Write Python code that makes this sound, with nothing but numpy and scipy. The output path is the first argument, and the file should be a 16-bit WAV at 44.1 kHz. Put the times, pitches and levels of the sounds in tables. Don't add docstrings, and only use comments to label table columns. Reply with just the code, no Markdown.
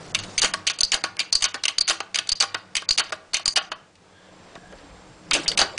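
import sys
import numpy as np
from scipy import signal
from scipy.fft import rfft, irfft, next_fast_len
from scipy.io import wavfile
from scipy.ndimage import uniform_filter1d, map_coordinates

SR = 44100
rng = np.random.default_rng(int(sys.argv[2]) if len(sys.argv) > 2 else 0)


def store_pcm(level_fs):
    pcm = np.round(np.clip(level_fs, -1, 1) * 32767).astype(np.int16)
    wavfile.write(sys.argv[1], SR, np.atleast_2d(pcm).T)


def ratio(d):
    e = np.asarray(d, float) / 20
    return 10 ** e


N = 254888

# centre in Hz, width in Hz, level in dB.
PAWL_MODES = [(4338, 160, 1), (4466, 39, 6), (4692, 310, 1.5), (4933, 100, -2.5)]
# centre in Hz, width in Hz, level in dB.
HEAD_MODES = [(6107, 390, 6), (6456, 350, 7), (6850, 120, 1), (7630, 310, -10.5), (9370, 150, -5.5),
              (9300, 85, -12)]
# centre in Hz, width in Hz, level in dB.
SHANK_MODES = [(2300, 310, -9), (2550, 60, 0.5), (2890, 91, -6), (3170, 76, 2), (3700, 94, -10),
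               (3880, 81, -14.5)]
# centre in Hz, width in Hz, level in dB.
SOCKET_MODES = [(329.6, 12, -12), (636, 61, -1), (798, 17, -6.5), (1116.4, 34, 2.5), (1198, 79, -5),
                (1470, 50, 3.5), (1620, 58, -2), (1908, 220, -3)]
# centre in Hz, width in Hz, level in dB.
HANDLE_MODES = [(1145, 12, -17), (4670, 9, -4), (4742, 7, 0), (6140, 14, -11)]
# centre in Hz, width in Hz, level in dB.
CRACK_MODES = [(1500, 900, 0), (7000, 3000, -4)]

# start in seconds, peak in dB, heft in dB, decay time t60 in seconds, extra pawl ring in dB.
SNAPS = [(.787, -19.5, 3, .03, -7), (.8064, -7, -5.5, 0.051, -8), (.8316, -14.5, -4, 0.034, 3),
         (.8483, -27, -3.5, 0.022, -3.5), (1.3261, -11, 2.5, .03, 0.9), (1.3521, -9, -5, 0.027, -1.5),
         (1.3654, -44, 6, 0.049, 16), (1.4072, -30, 12, 0.042, -1.5), (1.7828, -14.5, -4, .029, 8),
         (1.8082, -14, -2, .037, 0.5), (2.2714, -30, 8.5, 0.017, -3), (2.2902, -13.5, 4.5, .033, -1.5),
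         (2.3175, -16, -1, 0.054, 2.5), (2.3316, -32, 3, 0.012, 8), (2.355, -46, 6, .031, 7.5),
         (2.8884, -14, 7.5, 0.018, 0.5), (2.9074, -12, 2.5, 0.026, -0.2), (2.93, -28, -15, .064, -9),
         (3.4563, -14.5, 9, 0.026, -3), (3.478, -8, -2, 0.024, -3.5), (3.505, -35, -1, .045, -25),
         (3.5234, -37, 1, 0.14, -1.5), (5.4791, -17, 10, 0.057, 7)]
# start in seconds, peak in dB, heft in dB, t60 in seconds, extra pawl ring in dB if any.
RATTLES = [(.1467, -14.5, 3, 0.04, 0), (.1885, -27, 10, 0.06, 8), (.2344, -33, 7, 0.057),
           (.6677, -17, 0, 0.034, 3), (.6724, -15, -5, 0.057), (.6975, -20.5, 6, 0.062, 4),
           (1.1682, -26, 1, 0.075), (1.1927, -18.5, 1, 0.021), (1.2004, -17.5, 1, 0.045),
           (1.6362, -17, -8, 0.028, 5), (1.6528, -13, -1, .026, -11), (1.6801, -18, 4, 0.064, -5),
           (2.1442, -21, 3.5, 0.061), (2.157, -15, -3, 0.017), (2.1732, -25, 10, .024),
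           (2.1864, -17.5, 7, 0.047), (2.7524, -16, 0, 0.022, 4), (2.7664, -14, -1, .037, -7),
           (3.3337, -25, 12, .036, 6), (3.3419, -12.5, -3.5, 0.039), (3.3668, -22, 5.5, 0.034),
           (3.9534, -54, -6, 0.053), (5.3102, -12.5, 8, .043, 2), (5.3328, -11, -14, .094, -8),
           (5.3504, -21.5, 12, 0.11), (5.459, -21.5, -8, .038), (5.5154, -23, 8, .024, 3)]
# start in seconds, peak in dB, heft in dB, t60 in seconds, extra pawl ring in dB if any.
GRINDS = [(.3785, -11.5, -26, .1), (.4167, -11.5, -6, .075, -1), (.4283, -18, 6, 0.17),
          (.4448, -16.5, 4.5, 0.074), (.9179, -14, -3, 0.055, 5), (.9317, -22, 14.5, 0.1),
          (.9414, -13, -13, 0.047), (1.4221, -15, -5, 0.082, -5), (1.4406, -14, 1, 0.069),
          (1.4509, -21, 4, 0.081, -4), (1.8774, -17, -3, .065, -9), (1.8844, -15.5, -11, 0.096),
          (1.8965, -11, 0, 0.047), (1.9067, -15, 3, 0.085), (2.4014, -14, -9, 0.023),
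          (2.406, -12.5, -5, 0.05), (2.4231, -16, 9, .048, -10), (2.4325, -23, 16, 0.048),
          (2.9766, -17, -2, 0.048), (2.9819, -15, -3, .1, 5), (2.9954, -20, 14, .066, 13),
          (3.5585, -16, -5, 0.089, 2), (3.5652, -20.5, 4.5, 0.074), (3.5715, -13.5, 8, 0.041, 4),
          (5.5741, -12, -8, .069, -14), (5.5891, -16, 13, .12, 7), (5.6143, -17, 16, .038, 10),
          (5.6264, -25, 14, .03, 4)]
# start in seconds, peak in dB, heft in dB, t60 in seconds, extra pawl ring in dB if any.
KNOCKS = [(.5367, -18, -5.5, 0.03), (1.038, -24.5, 4, 0.058, 4), (1.2294, -46, 2, 0.087),
          (1.5422, -27, 1.5, 0.049, 6), (2.003, -27.5, 0.5, 0.03), (2.5436, -26.5, 1, 0.041, 5),
          (2.8207, -41, 9, 0.016), (2.9514, -46, -9, 0.03), (3.0939, -46.5, 3.5, 0.074),
          (3.1221, -27.5, 2.5, 0.046), (3.394, -38, 2.5, 0.039), (3.611, -36.5, 0.5, 0.039),
          (3.7167, -31.5, 4.5, 0.04), (4.3899, -59, -2, 0.035), (4.553, -46, 8, 0.03, 3),
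          (4.7248, -60, 16, .026, -15), (4.7846, -58, 6, .053), (5.7775, -22.5, 2, 0.022)]
# contacts, levels of pawl, shank and socket in dB,
# share of the heft that each of the three takes.
CONTACT_KINDS = [(SNAPS, (1.3, -14, -20), (.01, 1, 1)),
                 (RATTLES, (-2.1, 1.8, -12.5), (.01, .05, 0.98)),
                 (GRINDS, (-1.5, -1.7, -7.5), (.01, 0.16, 0.76)),
                 (KNOCKS, (1.3, 4.4, 8), (.2, 0.65, 1))]

# start in seconds, pitch in Hz, level in dB, t60 in seconds.
HEAD_RINGS = [(0.3798, 6120.0, -22.0, 0.04), (0.3799, 8930.0, -22.0, 0.04), (0.4189, 4670.0, -18.0, 0.245),
              (0.4283, 4540.0, -20.0, 0.093), (0.4336, 6130.0, -21.0, 0.04), (0.4469, 6360.0, -19.0, 0.04),
              (0.7012, 6230.0, -23.0, 0.04), (0.8064, 4430.0, -17.0, 0.041), (0.8064, 6140.0, -15.0, 0.04),
              (0.8342, 4460.0, -14.0, 0.146), (0.8338, 4760.0, -11.0, 0.183), (0.9226, 6880.0, -22.0, 0.04),
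              (1.1927, 4680.0, -16.0, 0.04), (1.1927, 6660.0, -23.0, 0.04), (1.2004, 4220.0, -16.0, 0.04),
              (1.3261, 4500.0, -11.0, 0.04), (1.3262, 6120.0, -20.0, 0.057), (1.3521, 4360.0, -17.0, 0.047),
              (1.3521, 4730.0, -12.0, 0.054), (1.4237, 6640.0, -22.0, 0.04), (1.4406, 4650.0, -15.0, 0.05),
              (1.4437, 6120.0, -18.0, 0.04), (1.6362, 4720.0, -19.0, 0.04), (1.68, 6230.0, -23.0, 0.045),
              (1.7828, 4680.0, -10.0, 0.04), (1.8082, 4360.0, -17.0, 0.108), (1.8082, 4790.0, -13.0, 0.041),
              (1.9017, 6080.0, -19.0, 0.048), (2.1442, 4710.0, -22.0, 0.04), (2.2912, 4500.0, -15.0, 0.045),
              (2.2902, 6100.0, -24.0, 0.04), (2.3183, 4380.0, -15.0, 0.04), (2.3185, 4750.0, -12.0, 0.04),
              (2.4057, 4440.0, -15.0, 0.107), (2.4056, 4720.0, -12.0, 0.056),
              (2.8884, 4680.0, -13.0, 0.058), (2.9079, 4370.0, -18.0, 0.082), (2.9074, 4740.0, -10.0, 0.25),
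              (2.9874, 4740.0, -16.0, 0.041), (2.9954, 4380.0, -17.0, 0.04), (3.343, 4200.0, -18.0, 0.066),
              (3.4572, 4710.0, -12.0, 0.04), (3.478, 4730.0, -10.0, 0.066), (3.5627, 4710.0, -18.0, 0.25),
              (3.5645, 6120.0, -19.0, 0.063), (5.4801, 4610.0, -13.0, 0.089),
              (5.5154, 4480.0, -24.0, 0.044), (5.5891, 4720.0, -17.0, 0.077),
              (5.5985, 6590.0, -22.0, 0.107), (5.6135, 4680.0, -12.0, 0.096)]
# start in seconds, pitch in Hz, level in dB,
# t60 in seconds.
SHANK_RINGS = [(0.1488, 2400.0, -19.0, 0.156), (0.3887, 3170.0, -32.0, 0.04), (0.4195, 3650.0, -19.0, 0.04),
               (0.4336, 1670.0, -26.0, 0.075), (0.437, 2560.0, -26.0, 0.04), (0.4448, 3180.0, -19.0, 0.159),
               (0.5379, 1110.0, -23.0, 0.077), (0.5415, 1870.0, -26.0, 0.054),
               (0.6721, 3190.0, -18.0, 0.06), (0.9188, 3130.0, -19.0, 0.05), (0.9509, 1410.0, -27.0, 0.089),
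               (0.9414, 3160.0, -18.0, 0.12), (1.0388, 1120.0, -23.0, 0.065),
               (1.0386, 2400.0, -24.0, 0.062), (1.2012, 2400.0, -16.0, 0.056),
               (1.2004, 2670.0, -20.0, 0.04), (1.4221, 3130.0, -21.0, 0.073),
               (1.4475, 2570.0, -26.0, 0.091), (1.6827, 3190.0, -18.0, 0.055),
               (1.8849, 3080.0, -22.0, 0.04), (1.8842, 3740.0, -22.0, 0.086),
               (1.9028, 1410.0, -24.0, 0.162), (2.157, 1150.0, -31.0, 0.153), (2.1878, 3240.0, -18.0, 0.04),
               (2.4347, 1440.0, -22.0, 0.04), (2.5458, 1490.0, -25.0, 0.103), (2.7672, 2550.0, -21.0, 0.1),
               (2.9074, 3220.0, -29.0, 0.072), (2.9836, 3140.0, -20.0, 0.214),
               (3.007, 1490.0, -22.0, 0.166), (2.9994, 3050.0, -21.0, 0.086),
               (3.1273, 1130.0, -24.0, 0.057), (3.3446, 2450.0, -19.0, 0.073),
               (3.478, 1220.0, -34.0, 0.078), (3.5675, 3120.0, -21.0, 0.1), (3.577, 1470.0, -20.0, 0.122),
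               (3.5715, 2570.0, -18.0, 0.047), (3.72, 1150.0, -26.0, 0.053), (5.3343, 2550.0, -19.0, 0.156),
               (5.3487, 650.0, -23.0, 0.218), (5.3497, 2440.0, -23.0, 0.123),
               (5.5163, 2140.0, -30.0, 0.093), (5.5754, 2300.0, -22.0, 0.04),
               (5.5741, 3150.0, -21.0, 0.188), (5.5903, 670.0, -23.0, 0.2), (5.6073, 2890.0, -19.0, 0.1),
               (5.6298, 1140.0, -25.0, 0.04), (5.6223, 1500.0, -20.0, 0.25)]

# frequency in Hz, density in dB per Hz.
AIR_SPECTRUM = [(120, -40.5), (200, -11.5), (481, -3), (1240, -10), (5230, -22), (9990, -42), (10500, -58),
                (22000, -120)]
# frequency in Hz, density in dB per Hz.
DRONE_SPECTRUM = [(12, -30.5), (26, 1.5), (49, -10.5), (87, -14.5), (179, 2.5), (260, -11), (400, -13.5),
                  (880, -120)]
# centre in Hz, width in Hz, level in dB against the hum.
MACHINE_TONES = [(151, 11, -10), (187.6, 1.9, -5.5), (309.5, 5.3, -6)]
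# time in seconds, half length in seconds, centre in Hz,
# width in Hz, level in dB.
RUSTLES = [(4.22, 0.11, 1650, 110, -60), (4.22, 0.1, 3350, 300, -61), (.25, .3, 5500, 2500, -49),
           (5.43, .05, 4900, 3000, -40), (5.366, 0.039, 480, 300, -33), (5.635, 0.03, 350, 250, -33.5),
           (4.88, 0.26, 50.3, 13, -54), (4.735, .014, 500, 200, -44), (4.558, .012, 620, 120, -45),
           (4.575, .018, 250, 80, -47), (4.66, .09, 720, 30, -56), (4.84, .1, 290, 12, -54),
           (4.68, .14, 1650, 70, -55), (5.11, .015, 160, 40, -47), (5.52, .016, 470, 35, -38),
           (5.746, .012, 580, 120, -40), (5.38, .04, 310, 30, -37), (.444, .008, 600, 250, -26)]
# time in seconds, half length in seconds, level in dB.
SURGES = [
    (.22, .1, -46),
    (.6, .08, -54),
    (1.1, .1, -57),
    (1.5, .1, -57),
    (2.55, .1, -56),
]
# time in seconds, room level in dB.
ROOM_GAIN = [(0, -43), (.3, -43), (.8, -55.5), (1.6, -57.5), (3.3, -56), (3.9, -60), (4.2, -56), (4.5, -52),
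             (4.7, -48.5), (4.95, -49.5), (5.25, -48.5), (5.45, -43), (5.78, -44)]
# time in seconds, size.
JERKS = [(0.15, -.01), (0.381, 0.037), (0.417, -.018), (0.442, -.042), (0.674, -0.011), (0.835, -0.044),
         (0.942, -.035), (1.351, -0.045), (1.424, -.025), (1.441, -0.02), (1.783, -0.015), (1.808, -0.021),
         (1.899, -.018), (2.32, -0.049), (2.406, -0.014), (2.764, -0.014), (2.907, -0.052),
         (2.984, -0.0087), (3.345, -0.013), (3.477, -.04), (5.332, -.047), (5.48, -0.043), (5.61, -0.043)]
# frequency in Hz, t60 in seconds.
WALLS = [(300, 0.62), (1500, 0.43), (4700, 0.27), (10000, 0.16)]
# start in seconds, length in seconds, lower edge in Hz, depth in dB.
TREBLE_GAPS = [(0.123, .018, 2300, -36), (0.204, 0.021, 7000, -21), (0.401, .012, 4300, -51),
               (.517, .016, 3600, -20), (.766, .018, 5000, -22), (1.525, .012, 3500, -25),
               (0.72, 0.013, 4000, -26), (1.022, .01, 2500, -22), (.816, .016, 4000, -57),
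               (.858, .014, 5860, -12), (2.965, .008, 900, -35), (1.17, 0.018, 2560, -41),
               (1.309, 0.012, 2510, -35), (1.335, 0.014, 6130, -38.5), (1.463, 0.021, 4830, -24),
               (1.663, 0.014, 4300, -46.5), (1.796, 0.0092, 3260, -51), (1.827, .044, 5000, -35),
               (2.009, .02, 7000, -23), (2.303, .015, 4900, -25), (2.334, .019, 3700, -46),
               (2.553, 0.016, 4500, -37.5), (2.86, .024, 2800, -36.5), (3.009, 0.028, 4450, -19),
               (3.109, .011, 990, -28), (3.435, .018, 3000, -38), (3.54, 0.015, 1200, -40),
               (3.588, 0.032, 4950, -20), (3.693, 0.018, 3000, -22), (3.732, .023, 5370, -39),
               (5.314, .016, 4000, -33.5), (5.454, .024, 3800, -30), (5.554, 0.017, 1830, -35)]

# level in dB at a room level of -55 dB, share of the gain's swing.
HUM, HISS, THROB = (-60.5, .9), (-63, 0.53), (-64, .6)
BLOW_DELAY_S = .0008
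FIRST_BLOW, FIRST_S = 0.93, 0.00056
CRACK_DB = 4.5
RING_DB, RING_RISE_S = -2.5, .0012
GRIP_T60_S = .075
RING_BLUR_HZ, RING_FLUTTER_DB = 70, 3


def unit(x):
    return x / np.sqrt(np.mean(x ** 2) + 1e-20)


def along(points, hz):
    f, v = np.transpose(points)
    return np.interp(np.log(hz + 1), np.log(f + 1), v)


def filtered(x, response):
    m = next_fast_len(N + SR // 2)
    return irfft(rfft(x, m) * response(np.fft.rfftfreq(m, 1 / SR)), m)[:N]


def resonant(modes, broad_db):
    low, high = modes[0][0], modes[-1][0]
    middle = np.sqrt(low * high)

    def resonance(f, centre, width):
        return 1j * f * width / (centre * centre - f * f + 1j * f * width)

    def response(f):
        total = ratio(broad_db) * resonance(f, middle, high - low)
        for k, (centre, width, db) in enumerate(modes):
            total = total + (-1) ** k * ratio(db) * resonance(f, centre, width)
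        total = total * resonance(f, middle, high)
        return total / np.sqrt(np.mean(np.abs(total) ** 2))

    return response


def wobble(rate):
    knots = rng.standard_normal(int(N * rate / SR) + 4)
    return map_coordinates(knots, [np.arange(N) * rate / SR])


def narrow(hz, width_hz):
    return unit(filtered(rng.standard_normal(N), lambda f: 1 / (1 + ((f - hz) / width_hz) ** 2)))


def steady(hz, drift_hz):
    return np.sqrt(2) * np.sin(2 * np.pi * np.cumsum(hz + drift_hz * wobble(6)) / SR)


def room():
    t = np.arange(N) / SR
    room_db = np.interp(t, *np.transpose(ROOM_GAIN))
    hum_gain, hiss_gain, throb_gain = [ratio(db + share * (room_db + 55)) for db, share in (HUM, HISS, THROB)]

    def swell(at, half, db):
        return ratio(db) * np.exp(-((t - at) / half) ** 2)

    def shaped(spectrum):
        return unit(filtered(rng.standard_normal(N), lambda hz: ratio(along(spectrum, hz))))

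    air = shaped(AIR_SPECTRUM) * ratio(1.5 * wobble(9.1))
    drone = shaped(DRONE_SPECTRUM) * ratio(3.0 * wobble(7.7))
    tones = sum(ratio(db + 2.5 * wobble(4)) * narrow(hz, width) for hz, width, db in MACHINE_TONES)
    whine = ratio(-9) * np.clip(2 * t - 7.7, .3, 1) * steady(7570, 3)
    hiss = narrow(5000, 4000) + whine
    rustle = sum(swell(at, half, db) * narrow(hz, width) for at, half, hz, width, db in RUSTLES)
    surges = sum(swell(*row) for row in SURGES) * steady(97, 6) * ratio(2.5 * wobble(22))
    throb = throb_gain * narrow(97, 14) + surges
    return ratio(room_db) * air + hum_gain * (drone + tones) + hiss_gain * hiss + rustle + throb


def contacts():
    for rows, colour_db, share in CONTACT_KINDS:
        for s, db, heft_db, t60, *ring_db in rows:
            parts_db = np.array(colour_db) + heft_db * np.array(share) + [sum(ring_db), 0, 0]
            yield s + BLOW_DELAY_S, db, *parts_db, t60


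def wrench():
    lead_in = SR // 100
    t = np.arange(-lead_in, SR // 8) / SR
    after = np.maximum(t, 0)
    force, chirps = np.zeros((6, N + SR)), np.zeros(N + SR)
    seat = np.exp(-(after / 0.0037) ** 4)
    lead = ratio(-15) * np.exp(np.minimum(t, 0) / .0016)
    for s, db, pawl_db, shank_db, socket_db, t60 in contacts():
        lives = np.clip(t60, .008, .2) * np.array([[1.01], [.8], [1.2], [1.6]])
        decay = ratio(-60 * after / lives) + 0.15 * seat + FIRST_BLOW * np.exp(-after / FIRST_S)
        shape = np.where(t < 0, lead, decay)
        clumps = ratio(4 * rng.standard_normal((4, len(t) // 50 + 1)).repeat(50, axis=1)[:, :len(t)])
        burst = rng.standard_normal((4, len(t))) * clumps * shape
        burst *= np.sqrt(np.sum(shape ** 2, axis=1) / np.sum(burst ** 2, axis=1))[:, None]
        at = round(s * SR) - lead_in
        levels_db = db + np.array([[-7.5], [pawl_db - 4], [shank_db - 4], [socket_db - 6]])
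        force[:4, at:][:, :len(t)] += ratio(levels_db) * burst

        clean = np.clip((pawl_db - max(shank_db, socket_db) - 3.5) / 8, 0, 1)
        force[4, at:][:len(t)] += clean * ratio(db + pawl_db - 15) * burst[1]
        buzz = 0
        for hz, (detune, phase) in zip((4640, 4760), rng.standard_normal((2, 2))):
            buzz = buzz + np.sin(2 * np.pi * (hz * (1 + 0.008 * detune) * t + phase))
        buzz = buzz * np.where(t < 0, lead, seat)
        chirps[at:][:len(t)] += (0.084 + clean) * ratio(db + pawl_db - 5) * buzz

        crack_db = db + max(pawl_db, shank_db, socket_db) / 2 + CRACK_DB
        force[5, round(s * SR)] += ratio(crack_db) * np.sign(burst[0, -1])
    parts = [resonant(HEAD_MODES, -3), resonant(PAWL_MODES, -8), resonant(SHANK_MODES, -4),
             resonant(SOCKET_MODES, -9), resonant(HANDLE_MODES, -40), resonant(CRACK_MODES, 6)]
    return sum(filtered(f[:N], part) for f, part in zip(force, parts)) + chirps[:N]


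def rings():
    out, t = np.zeros(N + SR), np.arange(SR // 10) / SR
    for s, hz, db, t60 in list(HEAD_RINGS) + list(SHANK_RINGS):
        walk, flutter = rng.standard_normal((2, len(t)))
        phase = 2 * np.pi * hz * t + np.sqrt(2 * np.pi * RING_BLUR_HZ / SR) * np.cumsum(walk)
        flutter_db = RING_FLUTTER_DB * unit(uniform_filter1d(flutter, size=90))
        level_db = db + RING_DB - 60 * t / min(t60, GRIP_T60_S) + flutter_db
        rise = 1 - np.exp(-t / RING_RISE_S)
        out[round(s * SR):][:len(t)] += ratio(level_db) * rise * np.sin(phase)
    return out[:N]


def jerks():
    steps, t = np.zeros(N), np.arange(SR // 10) / SR
    for s, size in JERKS:
        steps[round(s * SR)] = size
    return signal.fftconvolve(steps, np.exp(-t / .008) * (1 - np.exp(-t / 0.002)))[:N]


def walls(x):
    out, step = np.zeros(N + SR), SR // 4
    for start in range(0, N, step):
        hz, t, z = signal.stft(rng.standard_normal(SR // 2), SR, nperseg=256)
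        decay = ratio(-60 * t / along(WALLS, hz)[:, None])
        tail = signal.istft(z * decay, SR, nperseg=256)[1]
        wet = signal.fftconvolve(x[start:start + step], tail / np.linalg.norm(tail))
        out[start + 150:][:len(wet)] += wet
    return out[:N]


def scene():
    tool = wrench() + rings()
    return (tool + ratio(-14.5) * walls(tool) + room())[None]


def falter(x):
    hz, t, z = signal.stft(x, SR, nperseg=128, noverlap=96)
    power = np.sum(np.abs(z) ** 2, axis=0)

    def above(cut_hz):
        return np.clip((hz - cut_hz) / 700 + .5, 0, 1)

    def smooth_db(size):
        return 10 * np.log10(np.abs(uniform_filter1d(power, size=size)) + 1e-12)

    loss_db = 0
    for start, length, cut_hz, db in TREBLE_GAPS:
        inside = np.clip(np.minimum(t - start, start + length - t) / .0025 + .5, 0, 1)
        loss_db = loss_db + db * np.outer(above(cut_hz), inside)

    quick_db = smooth_db(6)
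    jump_db = np.interp(t + 0.0078, t, quick_db) - np.interp(t + 0.0044, t, quick_db)
    eve_db = -22 * np.outer(above(2000), np.clip((jump_db - 15.5) / 6, 0, 1))
    loss_db = np.minimum(loss_db, eve_db)

    band, block = np.arange(len(hz)) // 2, np.arange(len(t)) // 12
    luck = rng.standard_normal((band[-1] + 1, block[-1] + 1))[band][:, block]
    strain = np.outer(np.clip(hz / 5000 - .1, 0, 1), np.clip((smooth_db(40) + 51) / 10, 0, 1))
    holes = (luck < -.9) * (np.abs(hz - 4700) > 500)[:, None]
    patchy_db = strain * (4.5 * np.minimum(luck, .5) + .8 - 12 * holes)
    return signal.istft(z * ratio(loss_db + patchy_db), SR, nperseg=128, noverlap=96)[1][:N]


def top_cut(x):
    return signal.sosfilt(signal.butter(12, 10770, fs=SR, output="sos"), x)


def record(dry):
    limited = dry[0] / (1 + np.abs(dry[0] / 0.55) ** 3) ** (1 / 3)
    x = limited + jerks()
    x = filtered(x, lambda hz: ratio(-55 * np.clip((hz - 10225) / 500 + .5, 0, 1)))
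    return top_cut(falter(x)[None])


dry = scene()
out = record(dry)
store_pcm(out)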